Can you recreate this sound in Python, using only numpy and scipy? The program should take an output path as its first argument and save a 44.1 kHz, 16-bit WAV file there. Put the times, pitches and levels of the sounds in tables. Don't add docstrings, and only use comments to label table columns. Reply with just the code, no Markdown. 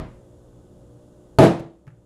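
import sys
import numpy as np
from scipy import signal
from scipy.io import wavfile
from scipy.ndimage import uniform_filter1d, minimum_filter1d

SR = 44100
rng = np.random.default_rng(int(sys.argv[2]) if len(sys.argv) > 2 else 0)


def wrap_up_sound(samples):
    columns = np.atleast_2d(samples).T
    tamed = np.clip(columns, -1, 1)
    steps = np.round(tamed * 32767).astype(np.int16)
    wavfile.write(sys.argv[1], SR, steps)


def volts_from_db(level):
    exponent = np.asarray(level, float) / 20
    return 10 ** exponent


N = 90449


def read(points, hz):
    f, value = np.transpose(points)
    return np.interp(np.log(hz + 1), np.log(f + 1), value)


def evened(x):
    return x / np.sqrt(np.mean(x ** 2) + 1e-20)


def add(mix, s, sound):
    at = round(s * SR)
    sound = sound[max(-at, 0):]
    part = mix[max(at, 0):][:len(sound)]
    part += sound[:len(part)]


def clock(seconds):
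    return np.arange(0, seconds, 1 / SR)


def onset(t, rise_s):
    return 1 - np.exp(-t / rise_s)


def ring(modes, t, scatter=0):
    spread_db = -1.5
    hz, db, t60 = np.transpose(modes)[:, :, None]
    more, turn = rng.standard_normal((2, len(modes), 1))
    level = volts_from_db(db + spread_db * scatter * more - 60 * t / t60)
    sines = level * np.sin(2 * np.pi * (hz * t + scatter * turn))
    return sines.sum(0) / np.sqrt(len(modes))


def coloured(t, colour, decays):
    hz, at, z = signal.stft(rng.standard_normal(len(t)), SR, nperseg=512, noverlap=448)
    z = z * volts_from_db(read(colour, hz)[:, None] - 60 * at / read(decays, hz)[:, None])
    tail = signal.istft(z, SR, nperseg=512, noverlap=448)[1][:len(t)]
    return tail / np.sqrt(np.mean(tail[:len(t) // 20] ** 2))


def steady(shape):
    a, b = rng.standard_normal((2, len(shape), N // 512 + 5))
    return evened(signal.istft((a + 1j * b) * shape[:, None], nperseg=2048, noverlap=1536)[1][:N])


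# f/Hz, level/dB
AIR_COLOUR = [(28, -13.5), (50, 1.5), (200, -7), (600, -15), (1200, -26.5), (2200, -41.5), (10000, -38.5),
              (15000, -54.5)]
# f/Hz, width/Hz, level/dB
WHINES = [(2798, 200, -90), (3440, 440, -82.5), (7030, 900, -79)]


def air():
    hz = np.fft.rfftfreq(2048, 1 / SR)
    wide = steady(volts_from_db(read(AIR_COLOUR, hz)))
    thin = steady(sum(volts_from_db(db) / np.sqrt(w) * np.exp(-((hz - f) / w) ** 2) for f, w, db in WHINES))
    whine_level = np.sqrt(sum(volts_from_db(db) ** 2 for f, w, db in WHINES))
    return volts_from_db(-53) * wide + whine_level * thin


# multiple of the mains frequency, level/dB
HUM = [(1, -62), (2, -56), (3, -61), (4, -68.5), (5, -60.5), (6, -60), (7, -68.5), (8, -65), (9, -63.5),
       (10, -65), (17, -98), (21, -86), (25, -85)]


def hum():
    mains_hz, waver_db = 60, 2.5
    t, out = np.arange(N) / SR, np.zeros(N)
    for k, db in HUM:
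        turn = rng.random(7)
        sways = zip(np.geomspace(.7, 16, 6), turn)
        waver = sum(np.sin(2 * np.pi * (f * t + p)) for f, p in sways) / np.sqrt(3)
        tone = np.sin(2 * np.pi * (round(k) * mains_hz * t + turn[6]))
        out += np.sqrt(2) * volts_from_db(db + waver_db * waver) * tone
    return out


# f/Hz, level/dB
EARLIER_COLOUR = [(25, -8), (90, 0.5), (150, 4.5), (400, -4.5), (1100, -13.5), (2300, -28), (4600, -34.5),
                  (15400, -49)]
# f/Hz, t60/s
EARLIER_DECAY = [(80, 0.45), (400, 0.3), (1100, 0.4), (2300, 0.49), (4200, 0.39), (7000, 0.26),
                 (14000, 0.13)]
# f/Hz, level/dB, t60/s
EARLIER_RING = [(48.16, -21, 0.48), (83.3, -5, .2), (145.9, -10.5, 0.22), (300.7, -26.5, 0.57),
                (635, -24, 0.35), (1150, -37, 0.24), (2060, -39, .4)]


def earlier():
    t = clock(.6)
    echo = volts_from_db(-24.5) * coloured(t, EARLIER_COLOUR, EARLIER_DECAY)
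    return -.05, echo + ring(EARLIER_RING, t)


# t/s, bounce level/dB, click level/dB, tick level/dB
TOUCHES = [
    (1.5955, -37.5, -46, -42.5),
    (1.603, -16, -46.5, -44.5),
    (1.8684, -47, -51, -58),
    (1.8746, -25.5, -60, -58),
    (1.8775, -58, -43.5, -65.5),
    (1.8827, -31, -56, -72),
    (1.903, -48, -55.5, -72),
]
# f/Hz, level/dB, t60/s
BOUNCE = [(118.5, -7.5, .4), (136.2, -2.5, 0.22), (154.3, -1, 0.22), (697.6, -18, 0.095), (835, -15, 0.071)]
# f/Hz, level/dB
CLICK = [(300, -10), (900, -14), (1300, 2.5), (1900, -3), (2700, -9.5), (4000, -24), (8000, -26.5),
         (15400, -42)]
# f/Hz, level/dB
TICK = [(200, -21.5), (1000, -7), (2500, -5.5), (5000, -6), (10000, -10.5), (15000, -18.5), (16000, -42)]
# f/Hz, t60/s
KITCHEN = [(80, .6), (250, 0.34), (700, 0.39), (1500, 0.36), (3000, 0.37), (7000, 0.37), (14000, .22)]


def touch(s, bounce_db, click_db, tick_db):
    t = clock(.4)
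    rock = ring(BOUNCE, t) * onset(t, 0.0011)
    room_db = -15
    click = coloured(t, CLICK, KITCHEN) * (np.exp(-t / 0.0042) + volts_from_db(room_db))
    tick = coloured(t, TICK, KITCHEN) * np.exp(-t / 0.0035)
    contact = (volts_from_db(click_db) * click + volts_from_db(tick_db) * tick) * onset(t, 0.00055)
    return s, volts_from_db(bounce_db) * rock + contact


# f/Hz, level/dB, t60/s
LANDING = [(199.3, 2.5, 0.16), (626, -6.5, 0.17), (824, -14, 0.18)]


def landing():
    t = clock(.4)
    return 1.425, volts_from_db(3) * ring(LANDING, t) * onset(t, 0.015)


# f/Hz, level/dB, t60/s
BAR = [(349.6, 1, 0.16), (546.5, -5, 0.19), (648, -0.5, 0.24), (866, -7.5, 0.13), (1224, -10, 0.053),
       (2690, -19, 0.0083), (4435, -14, .015)]


def bar():
    t = clock(.4)
    return KNOCKS[0][0], volts_from_db(8.5) * ring(BAR, t) * onset(t, 0.00044)


# t/s, then thump, box, echo field and tick, each level/dB
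KNOCKS = [
    (1.3864, 1, 2.5, 6, 0.5),
    (1.409, 1.5, -3.5, 4.5, -6.5),
    (1.428, -2, 4, 3, -18.5),
]
# f/Hz, level/dB, t60/s
THUMP = [(101.7, -12, 0.38), (120.9, -14.5, 0.44), (136.3, 3.5, 0.25), (166.45, -4, 0.37), (207, -7, 0.24)]
# f/Hz, level/dB, t60/s
BOX = [(242, -3, 0.083), (302, -8, .35), (332.9, 1, 0.45), (382.6, -4, .24), (437.6, -11, 0.49),
       (497.4, -7, 0.34), (547, -0.5, 0.15), (616.5, -5.5, 0.19), (643, 7, 0.16), (677, -24.5, 0.22),
       (770, -15, 0.12), (924, -15.5, .15), (1046, -19.5, 0.14)]
# f/Hz, level/dB, t60/s
STEEL = [(1520, -3.5, 0.045), (2667, -4, 0.076), (3036, -9, 0.13), (4380, -1.5, 0.01), (8650, -14, 0.045),
         (10450, -17.5, .22), (10600, -17.5, 0.36), (12300, -21.5, .05)]
# f/Hz, level/dB
FIELD = [(62, -35.5), (150, -1), (650, -5), (1000, -15.5), (4400, -34), (5600, -39), (11000, -43.5),
         (15400, -59)]


def knock(s, thump_db, box_db, field_db, tick_db):
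    t = clock(.8)
    thump = ring(THUMP, t) * onset(t, 0.0034)
    box = ring(BOX, t, scatter=0.97) * onset(t, 0.003)
    field = volts_from_db(-9.5) * coloured(t, FIELD, KITCHEN) * onset(t, 0.0024)
    tick = volts_from_db(-19.5) * coloured(t, TICK, KITCHEN) * np.exp(-t / .0015)
    steel = volts_from_db(-13.5) * ring(STEEL, t, scatter=1)
    tick = (tick + steel) * onset(t, 0.00018)
    body = volts_from_db(thump_db) * thump + volts_from_db(box_db) * box
    return s, body + volts_from_db(field_db) * field + volts_from_db(tick_db) * tick


def scene():
    mix = air() + hum()
    add(mix, *earlier())
    for row in TOUCHES:
        add(mix, *touch(*row))
    add(mix, *landing())
    add(mix, *bar())
    for row in KNOCKS:
        add(mix, *knock(*row))
    return mix[None]


def held(over_db, db_per_s):
    fall = np.arange(N) * db_per_s / SR
    return np.maximum(np.maximum.accumulate(over_db + fall) - fall, 0)


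def gain_control(x):
    from_db, share, rise_s, recover_db_per_s = -26.5, 0.29, 0.097, 2.5
    rise = round(rise_s * SR)
    power_db = 10 * np.log10(abs(uniform_filter1d(x ** 2, size=1000)) + 1e-12)
    duck_db = share * held(power_db - from_db, recover_db_per_s / share)
    return x / volts_from_db(uniform_filter1d(duck_db, rise, origin=rise // 2 - 1))


def limiter(x):
    ceiling, hold_s, release_db_per_s = .99, .003, 400
    hold = round(hold_s * SR)
    peak = -minimum_filter1d(-abs(x), hold)
    over_db = 20 * np.log10(peak / ceiling + 1e-9)
    cut_db = uniform_filter1d(held(over_db, release_db_per_s), hold // 2)
    return np.clip(x / volts_from_db(cut_db), -1, 1)


def roll_off(x):
    return signal.sosfilt(signal.butter(12, 15520, fs=SR, output="sos"), x)


def record(dry):
    mix = limiter(gain_control(dry[0]))
    return roll_off(mix[None])


dry = scene()
out = record(dry)
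wrap_up_sound(out)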